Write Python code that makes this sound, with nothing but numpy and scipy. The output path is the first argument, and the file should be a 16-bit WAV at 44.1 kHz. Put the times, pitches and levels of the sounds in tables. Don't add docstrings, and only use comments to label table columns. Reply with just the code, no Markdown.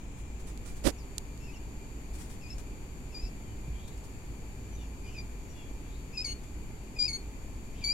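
import sys
import numpy as np
from scipy import signal
from scipy.fft import rfft, irfft
from scipy.io import wavfile

SR = 44100
rng = np.random.default_rng(int(sys.argv[2]) if len(sys.argv) > 2 else 0)


def generate_wav(signal):
    frames = np.transpose(np.atleast_2d(signal))
    scaled = np.clip(frames, -1, 1) * 32767
    pcm = np.round(scaled).astype(np.int16)
    wavfile.write(sys.argv[1], SR, pcm)


N = 349713

# freq_hz, density_db
RUMBLE_SPECTRUM = [(15, -2), (35, -1), (55, 0), (70, -7.5), (110, -9), (165, -13.5), (280, -15.5),
                   (400, -19), (550, -27.5), (950, -28), (1400, -37), (1700, -38.5), (4000, -72)]
# freq_hz, correlation
RUMBLE_CORRELATION = [(30, 0.88), (100, 0.97), (250, 0.99), (500, 0.87), (1000, 0.055), (16000, 0.94)]
# freq_hz, width_hz, gain_db
ROOM_MODES = [(55.9, 4.6, 8), (81.7, 6.3, 0.5), (307, 49, 2), (328, 11, -9.5), (859, 33, 4)]
# freq_hz, density_db
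HISS_SPECTRA = [
    [(1000, -9.5), (1900, 0), (2400, 5.5), (3000, -3.5), (5000, -12), (6100, -10), (8200, -10.5),
     (11000, -16), (16000, -20)],
    [(1000, -8.5), (1900, -9.5), (2400, -6), (3000, -2), (5000, -5), (6100, -5), (8200, -4), (11000, -8),
     (16000, -19)],
]
# freq_hz, width_hz, level_db, pan_db (left minus right)
HISS_BANDS = [(2377, 19, -68, -1), (7324, 290, -66, 10), (6840, 880, -64.5, 3.5)]
# multiple, level_db
WHINE_HARMONICS = [(2, -67.5), (3, -66.5), (4, -71.5), (5, -70.5), (6, -75.5)]
# start_s, freq_hz, level_db, t60_s
PANEL_BUMPS = [(3.235, 45.6, -28, 0.28), (3.479, 105, -36.5, 0.26), (3.68, 144, -29, 0.048),
               (3.701, 58, -27.5, 0.27), (5.712, 236, -29.5, 0.0098)]
# freq_hz, density_db
BRUSH_SPECTRUM = [(40, -2.5), (110, -10), (250, -0.5), (400, -7), (560, -4.5), (800, -16.5), (1100, -21),
                  (2000, -21.5), (9000, -24), (12500, -31.5), (16000, -48)]
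# start_s, level_db
PORT_CLICKS = [(0.576, -29.5), (1.182, -11), (1.1842, -19), (1.377, -35)]
# freq_hz, gain_db, t60_s
CLICK_MODES = [(4420, -6, .0018), (6950, -1, 0.0012), (9200, -34, 0.00059)]
# delay_s, gain_db
WALL_ECHOES = [
    [(.0021, -16.5), (.0053, -18.5), (.0094, -7)],
    [(.0016, -17), (.0061, -51), (.0112, -51)],
]
# freq_hz, density_db
CLOTH_SPECTRUM = [(1200, 1), (2500, -5), (5000, -4), (8000, 0.5), (11000, -4.5), (13000, -13), (16000, -15)]
# start_s, length_s, level_db, pan_db
FOOT_SCUFFS = [(.171, 0.063, -56.5, -2), (0.393, .034, -53.5, -2), (0.463, 0.067, -51, -6),
               (0.65, 0.095, -48, -13), (.75, 0.067, -52.5, 0), (2.131, 0.065, -51, 4),
               (2.18, 0.12, -49.5, 4), (2.29, .08, -51.5, 4), (2.581, .012, -44, 3), (2.594, .022, -51, 8),
               (3.875, .02, -49.5, 3), (3.975, 0.015, -53, 5), (4.036, 0.037, -54.5, 3),
               (6.432, 0.02, -55, 8)]
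# start_s, length_s, start_hz, end_hz, relative_db, octave_db, rasp_ratio
HOARSE_CHEEPS = [(0.975, .06, 2900, 2150, -67.5, 13.5, 0.031), (3.24, 0.05, 2400, 2370, -60, 10, .02),
                 (3.422, .13, 3170, 2980, -61, -20, .012), (3.714, 0.24, 2900, 3990, -57, -20, .08),
                 (4.72, 0.054, 3125, 2950, -61.5, 8, .012), (4.754, .1, 3810, 3300, -57.5, -20, .034),
                 (4.772, 0.11, 3060, 2670, -58, -5, .018), (5.057, 0.11, 2940, 2950, -53.5, -8, 0.062),
                 (5.483, .06, 2850, 2830, -65, 7, 0.014), (5.531, .17, 3480, 3280, -57, -20, 0.018),
                 (5.55, 0.104, 2820, 2740, -55, -10, .009), (5.84, 0.2, 3250, 4300, -60, -20, 0.085),
                 (6.126, 0.041, 2480, 2630, -48, -5, .02), (6.27, 0.068, 2860, 2910, -46.5, -15, 0.049),
                 (7.731, 0.16, 2700, 3440, -54, -6, 0.16)]
# freq_hz, gain_db
THROAT_RESPONSE = [(3300, -17), (3650, -3), (4400, -2.5), (5400, 6.5), (5950, -2), (6600, -9),
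                   (7250, -17.5), (8400, -11.5), (9100, -18), (9700, -28.5), (11000, -20.5), (12200, -41),
                   (13300, -30), (14500, -47)]
# start_s, length_s, attack_s, pitch_hz, scoop_hz, rise_hz, level_db,
# opening_db (overtone gain of the open beak), undertone_db, pan_db
PEEP_NOTES = [(1.417, 0.056, .012, 2660, -1, 27, -60.5, -9, -24, 5),
              (1.469, 0.051, .006, 2530, 183, 15, -56, -14, -24, 6),
              (1.551, 0.028, 0.015, 2674, 183, 0, -53, -11, -24, 0),
              (2.429, 0.066, .012, 2456, 200, 8, -55.5, -8, -16, 10),
              (2.498, 0.039, .01, 2613, 113, -11, -58, 7, -9, 4),
              (3.138, 0.067, 0.017, 2400, 196, 9, -56, 9.5, -15, 4),
              (3.216, 0.061, 0.0069, 2597, 3, 27, -57.5, -0.5, -5, 4),
              (5.055, 0.049, 0.0081, 2380, 63, 50, -53, -11, -16, 2),
              (5.143, 0.022, .008, 2437, 224, 0, -53, -19, -15, 2),
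              (5.172, 0.038, 0.013, 2370, 148, -17, -45.5, -2.5, -7, 2),
              (6.169, 0.054, 0.0098, 2460, 138, 22, -44, 7.5, -17, 4.5),
              (6.242, 0.084, 0.0036, 2204, 416, -3.5, -52.5, 16.5, -23, 3),
              (6.981, .084, 0.02, 2388, 92, 30.5, -43, 14.5, -16, 5),
              (7.078, 0.038, .0035, 2196, 338, 16, -45.5, 13, -34, 3),
              (7.128, 0.035, 0.0042, 2191, 3.5, 9, -48, 15.5, -26, 2),
              (7.837, 0.093, 0.0046, 2250, 120, 132, -42, 11.5, -22, 3)]

LEAD_S, RELEASE_S = .025, .0066


def from_db(db):
    return 10 ** (np.asarray(db) / 20)


def unit_rms(x):
    return x / np.sqrt(np.mean(x ** 2) + 1e-20)


def at_hz(points, hz):
    freq_hz, value = np.transpose(points)
    return np.interp(np.log(np.maximum(hz, 1)), np.log(freq_hz), value)


def pan(pan_db):
    return unit_rms(from_db(np.array([[pan_db], [-pan_db]]) / 2))


def bins_hz():
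    return np.arange(N // 2 + 1) * SR / N


def bell(hz, width_hz):
    return 1 / (1 + ((bins_hz() - hz) / width_hz * 2) ** 2)


def noise(spectrum):
    return unit_rms(irfft(rfft(rng.standard_normal(N)) * from_db(at_hz(spectrum, bins_hz())), N))


def wobble(rate_hz, size):
    sos = signal.butter(2, rate_hz, fs=SR, output="sos")
    return unit_rms(signal.sosfilt(sos, rng.standard_normal(size + SR // 4))[-size:])


def add(out, start_s, sound):
    i = max(int(start_s * SR), 0)
    out[:, i:i + sound.shape[-1]] += sound[:, :max(N - i, 0)]


def room_rumble(level_db=-40.5, left_lag_s=.00016, start_db=-1, settle_s=.56):
    correlation = np.clip(at_hz(RUMBLE_CORRELATION, bins_hz()), -1, 1)
    mid = rfft(noise(RUMBLE_SPECTRUM)) * np.sqrt(1 + correlation)
    side = rfft(noise(RUMBLE_SPECTRUM)) * np.sqrt(1 - correlation)
    lag = np.exp(-2j * np.pi * bins_hz() * left_lag_s)
    modes = from_db(sum(gain_db * bell(hz, width_hz) for hz, width_hz, gain_db in ROOM_MODES))
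    rumble = unit_rms(irfft(modes * np.array([(mid + side) * lag, mid - side]), N))
    swell_db = np.interp(np.arange(N) / SR, [0, settle_s], [start_db, 0])
    return rumble * from_db(level_db + swell_db)


def room_hiss(left_db=-57, right_db=-63.5):
    out = from_db([[left_db], [right_db]]) * np.array([noise(spectrum) for spectrum in HISS_SPECTRA])
    for hz, width_hz, level_db, pan_db in HISS_BANDS:
        band = irfft(rfft(rng.standard_normal((2, N))) * bell(hz, width_hz), N)
        out += unit_rms(band) * from_db(level_db) * pan(pan_db)
    return out


def electric_whine(base_hz=2273.6, onset_s=.1, full_s=.75, leak_db=-27):
    t = np.arange(N) / SR
    tone = sum(from_db(db) * np.sin(2 * np.pi * k * base_hz * t) for k, db in WHINE_HARMONICS)
    return np.sqrt(2) * tone * np.interp(t, [onset_s, full_s], [0, 1]) * from_db([[leak_db], [0]])


def panel_bumps():
    out, t = np.zeros((2, N)), np.arange(SR // 2) / SR
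    for start_s, hz, level_db, t60_s in PANEL_BUMPS:
        add(out, start_s, np.sin(2 * np.pi * hz * t) * from_db(level_db - 60 * t / t60_s) * pan(0))
    return out


def port_brush(peak_s=.8718, peak_db=-17.5, rise_s=.036, fall_s=.042, edge_s=.007, slope_db_per_s=430):
    t = np.arange(N) / SR - peak_s
    contact = np.clip(np.minimum(t + rise_s, fall_s - t) / edge_s, 0, 1)
    friction = noise(BRUSH_SPECTRUM)
    grain_db = 1.5 * wobble(310, N)
    return contact * friction * from_db(peak_db - slope_db_per_s * np.abs(t) + grain_db)


def port_clicks(lowpass_hz=12500):
    out, taps = np.zeros(N), np.full(N, 1e-18)
    for start_s, level_db in PORT_CLICKS:
        taps[int(start_s * SR)] += from_db(level_db)
    taps = signal.sosfilt(signal.butter(4, lowpass_hz, fs=SR, output="sos"), taps)
    for hz, gain_db, t60_s in CLICK_MODES:
        radius, angle = from_db(-60 / (t60_s * SR)), 2 * np.pi * hz / SR
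        out += from_db(gain_db) * signal.lfilter([1, -1], [1, -2 * radius * np.cos(angle), radius ** 2], taps)
    return out


def box_echoes(sound, t60_s=.2, build_s=.011, tail_db=-13, direct_db=-.35):
    t = np.arange(SR // 3) / SR
    out = []
    for channel, echoes in zip(sound, WALL_ECHOES):
        response = rng.standard_normal(len(t)) * from_db(-60 * t / t60_s) * np.clip(t / build_s, 0, 1)
        response *= from_db(tail_db) / np.sqrt(np.sum(response ** 2))
        response[0] += from_db(direct_db)
        for delay_s, gain_db in echoes:
            response[int(delay_s * SR)] += from_db(gain_db)
        out.append(signal.fftconvolve(channel, response)[:N])
    return np.array(out)


def foot_scuffs(grain_db=-.5, catch_db=1.5, rise_ratio=.17):
    envelope, t = np.zeros((2, N)), np.arange(N) / SR
    for start_s, length_s, level_db, pan_db in FOOT_SCUFFS:
        swell = np.interp(t, start_s + length_s * np.array([0, rise_ratio, 1]), [0, 1, 0])
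        envelope += swell * from_db(level_db) * pan(pan_db)
    grip = unit_rms(from_db(grain_db * wobble(770, N) + catch_db * wobble(32, N)))
    return envelope * grip * np.array([noise(CLOTH_SPECTRUM), noise(CLOTH_SPECTRUM)])


def cheep(length_s, start_hz, end_hz, octave_db, rasp_ratio, waver_ratio=.0137, flutter_db=2.5):
    progress = np.linspace(0, 1, int(length_s * SR))
    size = len(progress)
    glide_hz = start_hz + (end_hz - start_hz) * progress
    hz = glide_hz * (1 + waver_ratio * wobble(48, size) + rasp_ratio * wobble(510, size))
    phase = 2 * np.pi * np.cumsum(hz) / SR
    swell = np.sqrt(np.abs(np.sin(np.pi * progress)))
    flutter = unit_rms(from_db(flutter_db * wobble(72, size)))
    return (np.sin(phase) + from_db(octave_db) * np.sin(2 * phase)) * swell * flutter


def peep_note(length_s, attack_s, pitch_hz, scoop_hz, rise_hz, opening_db, undertone_db):
    lock_s, ragged_s, slip_ratio = .00388, .0066, .45
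    flick_ratio, flick_s, flick_above_hz, flick_db = .0376, .0102, 2227, -5.5
    shut_beak_db, jitter_ratio, husk_ratio = -10, .00064, .01
    undertone_fade_db, dulling_db_per_octave = -7, -3.5
    lead_db, sag_db, shimmer_db = -7.5, -2, 2.5

    t = np.arange(-LEAD_S, length_s + RELEASE_S, 1 / SR)
    since_s, progress = np.maximum(t, 0), np.clip(t / length_s, 0, 1)
    push = np.sin(np.pi / 2 * np.clip(t / attack_s, 0, 1))
    opening = from_db(opening_db * push + shut_beak_db * (1 - push))
    flick = (pitch_hz > flick_above_hz) * np.exp(np.minimum(t - length_s, 0) / flick_s)
    flick_hz = flick_ratio * pitch_hz * flick
    unsettled_hz = scoop_hz * np.exp(-since_s / ragged_s) + flick_hz
    slips_hz = slip_ratio * unsettled_hz * np.maximum(wobble(360, len(t)), 0)
    hz = pitch_hz + scoop_hz * np.exp(-since_s / lock_s) + rise_hz * progress + flick_hz + slips_hz
    roughness = jitter_ratio + husk_ratio / (1 + opening ** 2)
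    hz *= 1 + roughness * wobble(360, len(t))
    phase = 2 * np.pi * np.cumsum(hz) / SR
    between_db = undertone_db + undertone_fade_db * progress
    voice = np.sin(phase)
    for k in np.arange(3, 14) / 2:
        colour_db = at_hz(THROAT_RESPONSE, k * hz) + dulling_db_per_octave * progress * np.log2(k / 2)
        voice += opening * from_db(colour_db + (between_db if k % 1 else 0)) * np.sin(k * phase)
    fade = np.clip(np.minimum(2 * (t + LEAD_S) / LEAD_S, (t[-1] - t) / RELEASE_S), 0, 1)
    effort_db = lead_db * (1 - push) + sag_db * progress + flick_db * flick
    return np.sqrt(2) * voice * fade * from_db(effort_db + shimmer_db * wobble(84, len(t)))


def chicks(cheep_trim_db=-3.5, left_lag_s=.00004, shade_db=-5.5, shade_hz=7550):
    out = np.zeros((2, N))
    for start_s, *shape, level_db, opening_db, undertone_db, pan_db in PEEP_NOTES:
        voice = peep_note(*shape, opening_db, undertone_db)
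        add(out, start_s - LEAD_S, voice * from_db(level_db) * pan(pan_db))
    for start_s, length_s, start_hz, end_hz, relative_db, octave_db, rasp_ratio in HOARSE_CHEEPS:
        voice = cheep(length_s, start_hz, end_hz, octave_db, rasp_ratio)
        add(out, start_s, voice * from_db(relative_db + cheep_trim_db) * pan(pan_db=5))
    left, right = out
    late_left = np.pad(left, (round(left_lag_s * SR), 0))[:N]
    treble = signal.sosfilt(signal.butter(1, shade_hz, "high", fs=SR, output="sos"), right)
    return np.array([late_left, right - (1 - from_db(shade_db)) * treble])


def scene(port_leak_db=-38):
    in_box = box_echoes(chicks() + foot_scuffs())
    at_port = (port_brush() + port_clicks()) * from_db([[port_leak_db], [0]])
    return room_rumble() + room_hiss() + electric_whine() + panel_bumps() + at_port + in_box


def record(dry, cutoff_hz=15900):
    return signal.sosfilt(signal.ellip(10, .1, 80, cutoff_hz, fs=SR, output="sos"), dry)


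dry = scene()
out = record(dry)
generate_wav(out)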